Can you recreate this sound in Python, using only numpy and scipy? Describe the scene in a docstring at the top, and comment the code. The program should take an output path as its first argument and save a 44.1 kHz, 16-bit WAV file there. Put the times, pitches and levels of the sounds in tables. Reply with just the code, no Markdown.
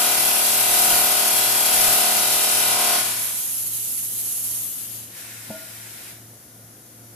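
"""A flap wheel grinds a slowly turning steel pot: its flaps buzz and slap, its grains hiss, the shell roars.
The pot swings clear, the flap tips skim it, and air vents brightly until an arm reaches past.
A softer jet then blows, the pot pops off its mandrel with a hollow ring, and soft bumps follow.
Two motors beat, and fans and leaking air hiss throughout.
Buzz, ring and hums are sums of sine waves; the air, grit and slap are noise shaped in pitch and level."""
import sys
import numpy as np
from scipy import signal
from scipy.fft import rfft, irfft
from scipy.io import wavfile
from scipy.ndimage import uniform_filter1d, map_coordinates

SR = 44100
rng = np.random.default_rng(int(sys.argv[2]) if len(sys.argv) > 2 else 0)


def transcribe(u):
    """Save the signal u as a 16-bit wav file named by the first command-line argument.

    u: samples, shape (n,) or (channels, n), limited to [-1, 1]; the rate is SR.
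    q: integer samples, one column per channel.
    """
    v = np.clip(np.atleast_2d(u).T, -1, 1)
    q = np.round(v * 32767).astype(np.int16)
    wavfile.write(sys.argv[1], SR, q)


N = 315306
TIME = np.arange(N) / SR  # seconds
BINS = np.fft.rfftfreq(N, 1 / SR)  # Hz

WHEEL_HZ, SPIN_UP_S = 37.074, .1  # the wheel under load; time a freed machine takes to change
POT_TURN_S = 1
RELEASE_S, DROP_S = 2.955, 0.088  # the pot swings clear; how long the drop in level takes
PULL_S, PULL_LENGTH_S = 2.52, 0.31  # the pot starts to pull away
# left-right balance of the workshop and the jet: pitch_hz, left_minus_right_db
SHOP_BALANCE = [(200, -1), (1400, 1), (2200, -2.5), (5000, -3), (8500, 4), (11000, 2.5), (13000, 7)]


def gain_of(db):
    """Turns decibels into a factor."""
    return 10 ** (np.asarray(db) / 20)


def evened(x):
    """Scales a sound to an average strength (rms) of 1."""
    return x / np.sqrt(np.mean(x ** 2) + 1e-20)


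def read(points, hz):
    """Reads a table's curve at the given pitches, with straight lines on a log pitch scale."""
    f, value = np.transpose(points)
    return np.interp(np.log(hz + 1), np.log(f + 1), value)


def since(s):
    """Seconds gone by since a moment, 0 before it."""
    return np.maximum(TIME - s, 0)


def ramp(s, length):
    """Rises from 0 to 1, starting at a moment."""
    return np.minimum(since(s) / length, 1)


def drift(rate):
    """Slow random wandering of rms 1, changing at about the given rate in Hz."""
    return evened(irfft(rfft(rng.standard_normal(N)) / (1 + (BINS / rate) ** 4), N))


def ripple(width_hz):
    """Steady peaks and deeper dips that nearby reflections put into each channel's spectrum."""
    points = np.minimum(rng.standard_normal((2, 2000)), 1)
    return np.array([np.interp(BINS / width_hz, np.arange(len(p)), p) for p in points])


def colour(pair, spectrum, ripple_db):
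    """Two unrelated signals become a stereo sound of the given spectrum, rms 1."""
    # how alike left and right are: pitch_hz, likeness (1 = same, 0 = unrelated)
    likeness = [(30, 0.37), (100, 0.96), (300, 0.92), (700, 0.53), (1400, -0.042), (2800, 0.42),
                (5000, -0.0061), (14000, -0.09)]
    a, b = rfft(pair)
    same = np.clip(read(likeness, BINS), -1, 1)
    different = np.sqrt(1 - same ** 2)
    stereo = np.array([a, same * a + different * b])
    level_db = read(spectrum, BINS) + ripple_db * ripple(70) * different
    return evened(irfft(stereo * gain_of(level_db), N))


def hiss(spectrum, ripple_db):
    """Random noise of the given spectrum, like rough, rushing air."""
    return colour(rng.standard_normal((2, N)), spectrum, ripple_db)


def patchy(x, depth_db):
    """Shifts the colour of a rushing sound from moment to moment."""
    z = signal.stft(x, nperseg=1024)[2]
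    field = rng.standard_normal(z.shape[1:])
    field = uniform_filter1d(field, size=4, axis=0)  # smooth over pitch
    field = uniform_filter1d(field, size=7, axis=1)  # smooth over time
    gain = gain_of(depth_db * np.minimum(evened(field), 1))
    return evened(signal.istft(z * gain, nperseg=1024)[1][:, :N])


def lows(x, edge_hz):
    """The part of a sound below an edge."""
    return irfft(rfft(x) / (1 + (BINS / edge_hz) ** 10), N)


def panned(db):
    """Left and right gains for a level difference."""
    return gain_of(np.array([db, -db]) / 2)


def placed(x, balance):
    """Leans each pitch band to the left or right."""
    return irfft(rfft(x) * panned(read(balance, BINS)), N)


def grinding():
    """Buzz, slap and roar follow the pot's pressure, grit holds steady between bites;
    heavy bites add grit and shake the machine."""
    # heavy bites of the wheel: start_s, length_s, shake_db, extra_grit_db
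    bites = [(0.655, 0.44, -38, 2.1), (1.655, 0.42, -39.5, 2)]
    # rough roar of the shell: pitch_hz, level_db (per Hz)
    roar_colour = [(40, -42), (300, -20), (600, -13), (780, 4), (900, -2), (1080, 2), (1200, 1), (1450, 3),
                   (1900, -17)]
    # the shaking machine: pitch_hz, level_db (per Hz)
    shake_colour = [(15, -20), (35, -15), (150, -14), (700, -13), (2000, -29)]
    # left-right balance of the grinding: pitch_hz, left_minus_right_db
    balance = [(30, 23), (110, 2), (370, -1), (690, 2), (1270, -1.5), (2340, 0.5), (4300, -2), (7900, 1.5),
               (10200, 2), (11100, 3.5), (12500, 5), (14200, 4)]
    free_wheel_hz = 37.36
    runout_turns, runout_s = .0065, .66  # the high side shifts the contact point; it leads most at this time
    buzz_stop_db_per_s = 7  # on release the clean buzz dies faster than the rough layers
    pull_roar_db = -5  # the roar softens as the pot pulls away
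    jolt_db, jolt_hz = 2.5, 19  # the shaking comes in uneven jolts

    speed_hz = WHEEL_HZ + (free_wheel_hz - WHEEL_HZ) * ramp(RELEASE_S, SPIN_UP_S) + .01 * drift(8)
    turns = np.cumsum(speed_hz) / SR
    turns = turns + runout_turns * np.cos(2 * np.pi * (TIME - runout_s) / POT_TURN_S)
    shake, grit_db = 0, -16.5
    for start, length, shake_db, extra_db in bites:
        arch = np.sin(np.pi * ramp(start, length))
        shake = shake + gain_of(shake_db) * arch
        grit_db = grit_db + extra_db * arch
    buzz_db = -29 - buzz_stop_db_per_s * since(RELEASE_S)
    roar_db = -40 + pull_roar_db * ramp(PULL_S, PULL_LENGTH_S)
    sound = contact(buzz_db, swell_db=1.0, drop_db=3) * buzz(turns)
    sound += contact(-28.5, swell_db=0.7, drop_db=3) * slap(turns)
    sound += contact(grit_db, swell_db=0, drop_db=-0.5) * grit(turns)
    sound += contact(roar_db, swell_db=1, drop_db=-4.5) * hiss(roar_colour, 2.8)
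    sound += shake * gain_of(jolt_db * drift(jolt_hz)) * hiss(shake_colour, 1)
    return placed(sound + skim(turns), balance)


def pressure():
    """The pot runs out of true: its pressure on the wheel builds quickly and eases slowly, once a turn."""
    high_side_s, lean = 0.97, 0.18  # when the high side passes; how lopsided the swing is
    angle = 2 * np.pi * (TIME - high_side_s) / POT_TURN_S
    return np.cos(angle) - lean * np.sin(2 * angle)


def contact(db, swell_db, drop_db):
    """Gain of a layer: it swells with the pressure by swell_db, steps on release (minus = up), dies away."""
    fade_db_per_s = 37
    step_db = drop_db * ramp(RELEASE_S, DROP_S)
    return gain_of(db + swell_db * pressure() - step_db - fade_db_per_s * since(RELEASE_S))


def buzz(turns, waver=0.18, spread=0.82, scatter=1.18, soft_flaps=0.049, count=76):
    """Uneven flaps beat the pot alike every turn: multiples of the wheel's pitch, shaped by resonances."""
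    # the stiffest flaps: place_turns round the wheel, strength (plain factor)
    flaps = [(0, 1), (.4664, .21), (.6496, .32), (.698, .47)]
    # the pot's broad answer to a blow: pitch_hz, level_db
    body = [(37, -31), (110, -48), (170, -24), (450, -15.5), (1200, -17.5), (1700, -18), (2300, -15),
            (2850, -10.5)]
    # resonances of the clamped pot and its mandrel: pitch_hz, width_hz, level_db
    resonances = [(213, 88, 11.5), (333.5, 23, 6.5), (420.6, 47, 11.5), (485, 20, 0.5), (602.6, 63, 10),
                  (709.4, 85, 16.5), (792.2, 38, 14.5), (875, 46, 5.5), (964, 66, 11), (1082.4, 12.9, 26),
                  (1280.4, 34.5, 25.5), (1455.6, 60, 15.5), (1597, 21, 5.5), (2023, 49, 19.5)]
    pull_rim_db, rim_drop_db = 10.5, 6  # the rim rings out during the pull, then drops on release
    drop = ramp(RELEASE_S, DROP_S)
    shell_db = 2.5 * pressure() - 9.5 * drop
    rim_db = pull_rim_db * ramp(PULL_S, PULL_LENGTH_S) - rim_drop_db * drop
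    # the shell's main ring, the rim, and a higher ring that sings under pressure (Hz, width Hz, dB)
    rings = [(720, 36, shell_db), (1041, 36, rim_db), (1310, 160, 1 * pressure())]

    out = np.zeros((2, N))
    spin, wave = np.exp(2j * np.pi * turns), np.ones(N, complex)
    for order in range(1, count + 1):
        height, hz = order / count, order * WHEEL_HZ
        wave = wave * spin
        blows = sum(strength * np.exp(-2j * np.pi * order * place) for place, strength in flaps)
        force = np.sqrt(abs(blows) ** 2 + abs(soft_flaps))
        # complex decibels give both gain and lag
        peaks = sum(db / (1 + 2j * (hz - centre) / width) for centre, width, db in resonances)
        pot = gain_of(read(body, hz) + peaks)
        # random phases soften the blows, most in the treble, so that they do not click
        phase_scatter = scatter + (hz / 1300) ** 3
        phase = np.angle(blows) + phase_scatter * rng.standard_normal()
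        # higher orders reach left and right further out of step
        offset = spread * rng.choice([-1, 1]) * (0.69 + height)
        ports = np.exp(1j * (phase + np.array([[0], [offset]])))
        sway_points = rng.standard_normal((70, 2)) @ [1, 1j]
        sway = np.interp(TIME, np.linspace(0, TIME[-1], 70), sway_points)
        ring_db = sum(db / (1 + ((hz - centre) / width) ** 4) for centre, width, db in rings)
        tone = (pot * ports * wave * (1 + waver * (.5 + height) * sway)).real
        out += force * gain_of(ring_db) * tone
    return evened(out)


def slap(turns):
    """The flap edges scrape the steel much alike each turn and ring the wall's high modes."""
    # slap of the flaps: pitch_hz, level_db (per Hz)
    slap_colour = [(2100, -30.5), (2300, -4), (4000, -1.5), (7000, 1), (14000, -18.5)]
    # high modes of the steel wall: pitch_hz, width_hz, level_db
    wall = [(2346, 40, 12), (2396, 110, 9.5), (2724, 135, 12.5), (3037, 37, 15), (3182, 76, 14.5),
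            (3342, 50, 17), (3420, 91, 5), (3820, 130, 14.5), (4144, 140, 11), (4440, 110, 9.5),
            (4670, 150, 11), (4900, 82, 11), (5240, 78, 9.5), (5500, 120, 13), (5810, 120, 9)]
    wall_db = sum(db / (1 + (2 * (BINS - hz) / width) ** 4) for hz, width, db in wall)
    spectrum = np.transpose([BINS, read(slap_colour, BINS) + wall_db])
    return colour(scrape(turns, wander=0.57), spectrum, 0.34)


def scrape(turns, wander):
    """A noise pattern that repeats once a wheel turn; it shifts slowly as the pot rolls on."""
    size = round(SR / WHEEL_HZ)
    place = [turns % 1 * size]
    patterns = irfft(np.exp(2j * np.pi * rng.random((3, 2, size // 2 + 1))), size)
    steady, early, late = (
        np.array([map_coordinates(p, place, order=3, mode="grid-wrap") for p in pair]) for pair in patterns)
    quick, slow = wander * drift(1.16), wander * drift(1.0)
    # dividing keeps the strength even while the mix changes
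    return (steady + quick * early + slow * late) / np.sqrt(1 + quick ** 2 + slow ** 2)


def grit(turns, throb_db=-0.7, flicker_db=0.5, grain_db=0.9):
    """Countless grains cut the steel, a little harder once a wheel turn: noise of uneven strength."""
    # grit tearing at the steel: pitch_hz, level_db (per Hz)
    grit_colour = [(25, -40), (100, -15), (400, -16), (730, -7), (1150, -12), (1450, -5.5), (1750, -6.5),
                   (2150, -4.5), (2500, -2.5), (6000, -1.5), (7200, 1), (8800, 2), (10400, 7), (11700, 4.3),
                   (12350, 6.3), (13300, 3.7), (14300, 1.5)]
    # as the steel gets smooth, the top of the hiss fades
    smooth_s, smooth_db_per_s, smooth_above_hz = 1.7, 3.5, 11900
    press_db = throb_db * np.cos(2 * np.pi * turns) + flicker_db * drift(30)
    grains = rng.standard_normal((2, N)) * gain_of(grain_db * np.minimum(rng.exponential(1, N), 2))
    cut = patchy(colour(grains * gain_of(press_db), grit_colour, 1.6), depth_db=1.8)
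    low = lows(cut, smooth_above_hz)
    return low + (cut - low) * gain_of(-smooth_db_per_s * since(smooth_s))


def skim(turns):
    """Around the release the flap tips start to skim the departing pot, a light scrape until it is clear."""
    # the light skimming: pitch_hz, level_db (per Hz)
    skim_colour = [(120, -33), (220, 3), (420, -11), (560, -5), (780, 3), (1500, 5), (1900, 3.5), (2330, 7),
                   (3000, -2), (6000, -3), (14000, -9)]
    clear_s, clear_db_per_s = 3.29, 96  # the tips lose touch
    fade_db = -35 - 14 * since(RELEASE_S) - clear_db_per_s * since(clear_s)
    touch = ramp(RELEASE_S - DROP_S, DROP_S)
    return touch * gain_of(fade_db) * colour(scrape(turns, wander=0.6), skim_colour, 2)


def valve(opens, attack, closes, release_db_per_s, db):
    """Gain of an air stream: it opens, holds and dies away."""
    return ramp(opens, attack) * gain_of(db - release_db_per_s * since(closes))


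def vent(flutter_db=0.77):
    """The chuck vents with a bright hiss, which dulls and moves left as an arm reaches past."""
    # the vent's valve: opens_s, attack_s, closes_s
    vent_times = (3.0, 0.24, 5.03)
    # venting air: pitch_hz, level_db (per Hz)
    vent_colour = [(600, -29), (1200, -21), (2300, -18), (3000, -14.5), (4300, -14.5), (5400, -12.5),
                   (6300, -6), (8600, -3.5), (9900, 0.5), (11000, 2), (11650, 5.7), (12300, 0.7),
                   (13400, -5.5), (14000, -3), (14300, -5)]
    # left-right balance of the vent: pitch_hz, left_minus_right_db
    balance = [(2000, -3.5), (5500, -9.5), (7000, -4), (10200, 2.5), (11000, -13.5), (12400, 10),
               (14200, 0)]
    arm_s, arm_move_s, arm_pan_db = 4.604, 0.064, 5
    top_shade_db_per_s, low_shade_db_per_s = 26, 8  # the arm shades the treble most
    rush = placed(patchy(hiss(vent_colour, 1.4), depth_db=1.6), balance)
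    low = lows(rush, 6000)
    shaded = low * gain_of(-low_shade_db_per_s * since(arm_s))
    shaded += (rush - low) * gain_of(-top_shade_db_per_s * since(arm_s))
    flow = valve(*vent_times, release_db_per_s=75, db=-25.5) * gain_of(flutter_db * drift(19))
    return flow * panned(arm_pan_db * ramp(arm_s, arm_move_s)) * shaded


def jet():
    """A softer jet of air surges, settles and pushes the pot off."""
    # the jet's valve: opens_s, attack_s, closes_s
    jet_times = (5.09, 0.09, 6.1)
    # the jet's air: pitch_hz, level_db (per Hz)
    jet_colour = [(350, -39), (660, -6), (800, -8.5), (1200, -9.5), (1430, -3.5), (1700, -2), (2000, -1.5),
                  (2900, -4.5), (4600, -5.5), (6400, -4.5), (8800, -2.5), (10500, -1.5), (12400, -0.5),
                  (14200, -8)]
    surge_db, surge_s = 4.5, 0.16  # the first rush, before the pressure settles
    surge = gain_of(surge_db * np.exp(-since(jet_times[0]) / surge_s))
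    rush = patchy(hiss(jet_colour, 2.2), depth_db=1.4)
    return placed(valve(*jet_times, release_db_per_s=105, db=-38.5) * surge * rush, SHOP_BALANCE)


def pop(wet_db=-10):
    """The seal gulps and lets go with a dull knock; the hollow pot's fading modes waver in the hand."""
    # the pot pops off the mandrel, then a fainter pop of the same kind follows: start_s, level_db
    pops = [(5.502, -29.5), (5.549, -42)]
    # the free pot's air, dull contact and ringing shell: pitch_hz, level_db, t60_s (fall by 60 dB), swell_s
    modes = [(212, 6, 0.09, 0.003), (302, -12.5, 0.3, 0.01), (565, 5, 0.042, 0.004), (670, 6, 0.04, 0.004),
             (860, -2, 0.035, 0.004), (644.7, -6, 0.56, 0.018), (660, -14, 0.5, 0.025),
             (924, -14, 0.28, 0.025), (1424, -15, 0.85, 0.012)]
    waver_db = 2
    # air gulps through the opening seal, starting just before the contact
    gulp_hz, gulp_db, gulp_lead_s, gulp_s = 173, -4, 0.0095, 0.017
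    out = np.zeros(N)
    for s, db in pops:
        t, early = since(s), s - gulp_lead_s
        ring = 0
        for hz, level, t60, swell in modes:
            waver = gain_of(waver_db * drift(30) * ramp(s, .03))
            fade = ramp(s, swell) * np.exp(-np.log(1000) * t / t60)
            ring = ring + gain_of(level) * waver * fade * np.sin(2 * np.pi * hz * t)
        gulp = np.sin(np.pi * ramp(early, gulp_s)) * np.sin(2 * np.pi * gulp_hz * since(early))
        out += gain_of(db) * (ring + gain_of(gulp_db) * gulp)
    return out + gain_of(wet_db) * room(out)


def room(x):
    """Sparse reflections of random sign, each pitch band dying at its own speed."""
    # the workshop's ring: pitch_hz, t60_s (fall by 60 dB)
    decay = [(200, 0.49), (1000, 0.47), (4000, 0.83), (12000, 0.47)]
    present = (rng.random((2, SR)) < .06) * (TIME[:SR] > .006)  # none in the first 6 ms
    taps = rng.choice([-1., 1.], (2, SR)) * present
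    hz, t, z = signal.stft(taps, SR, nperseg=256)
    tail = signal.istft(z * gain_of(-60 * t / read(decay, hz)[:, None]), SR, nperseg=256)[1]
    return signal.fftconvolve(np.atleast_2d(x), tail / np.linalg.norm(tail[0]), axes=1)[:, :N]


def handling(rise=0.018):
    """Soft, dull bumps of noise swell and die as the chuck swings and the pot is handled."""
    # the bumps: start_s, length_s, level_db (before the swell and fade)
    bumps = [(4.435, 0.068, -52), (6.572, 0.11, -60), (6.722, 0.1, -53), (6.994, 0.1, -51)]
    # a soft bump: pitch_hz, level_db (per Hz)
    bump_colour = [(80, -20), (190, 1), (260, 8), (420, -24), (680, -20), (1000, -23), (1420, -11),
                   (2000, -39)]
    level = sum(gain_of(db) * ramp(s, rise) * np.cos(np.pi / 2 * ramp(s, length)) for s, length, db in bumps)
    return level * hiss(bump_colour, 1)


def motors(hum_lag=0.13):
    """Two hums a few hertz apart throb as they drift in and out of step, most deeply under load."""
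    # each motor's pitch rises as its load goes: loaded_hz, free_hz, unloaded_s
    motor_pitches = [(111.18, 112.04, 3.1), (113.6, 114.42, 3.61)]
    # each hum's level: loaded_db, free_db
    motor_levels = [(-55, -59.5), (-55, -54)]
    in_step_s, waver_db = 0.22, 0.7  # the two hums add up at this moment
    out = np.zeros((2, N))
    for (loaded_hz, free_hz, unloaded_s), (loaded_db, free_db) in zip(motor_pitches, motor_levels):
        cycles = loaded_hz * (TIME - in_step_s) + (free_hz - loaded_hz) * since(unloaded_s)
        phase = 2 * np.pi * cycles
        db = loaded_db + (free_db - loaded_db) * ramp(unloaded_s, SPIN_UP_S)
        out += gain_of(db + waver_db * drift(4.6)) * evened(np.sin([phase, phase + hum_lag]))
    return out


def workshop():
    """Faint, wandering machine tones over the noise of fans, wheel wind and leaking air."""
    # fans, wind of the wheel and leaking air: pitch_hz, level_db (per Hz)
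    shop_colour = [(25, -27), (60, -8), (113, -7), (160, -5.5), (250, -5), (450, -10.5), (700, -11.5),
                   (1080, -19), (1370, -13.5), (2740, -21.5), (5180, -18), (5900, -13.5), (8500, -17),
                   (10100, -9), (14200, -14.5)]
    # faint machine tones: pitch_hz, level_db
    machine_tones = [(152.2, -90), (200.6, -69), (226, -64.5), (247.4, -68), (302.3, -67.5), (352.1, -66.5),
                     (499.5, -70), (612, -87), (702, -69), (1435, -70.5), (2032, -75)]
    tones = 0
    for hz, db in machine_tones:
        cycles = np.cumsum(hz + 1.61 * drift(6.2)) / SR
        tones = tones + gain_of(db) * evened(np.sin(2 * np.pi * cycles))
    air = placed(hiss(shop_colour, 2.4), SHOP_BALANCE)
    return tones + gain_of(-44.5 + .5 * drift(1.6)) * air


def scene():
    """Everything at the machine."""
    return grinding() + vent() + jet() + pop() + handling() + motors() + workshop()


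def record(dry):
    """Cuts the highest treble with a steep filter."""
    edge_hz = 14240
    lowpass = signal.firwin(1201, edge_hz, window=("kaiser", 8), fs=SR)
    return signal.oaconvolve(dry, lowpass[None], "same")


dry = scene()
out = record(dry)
transcribe(out)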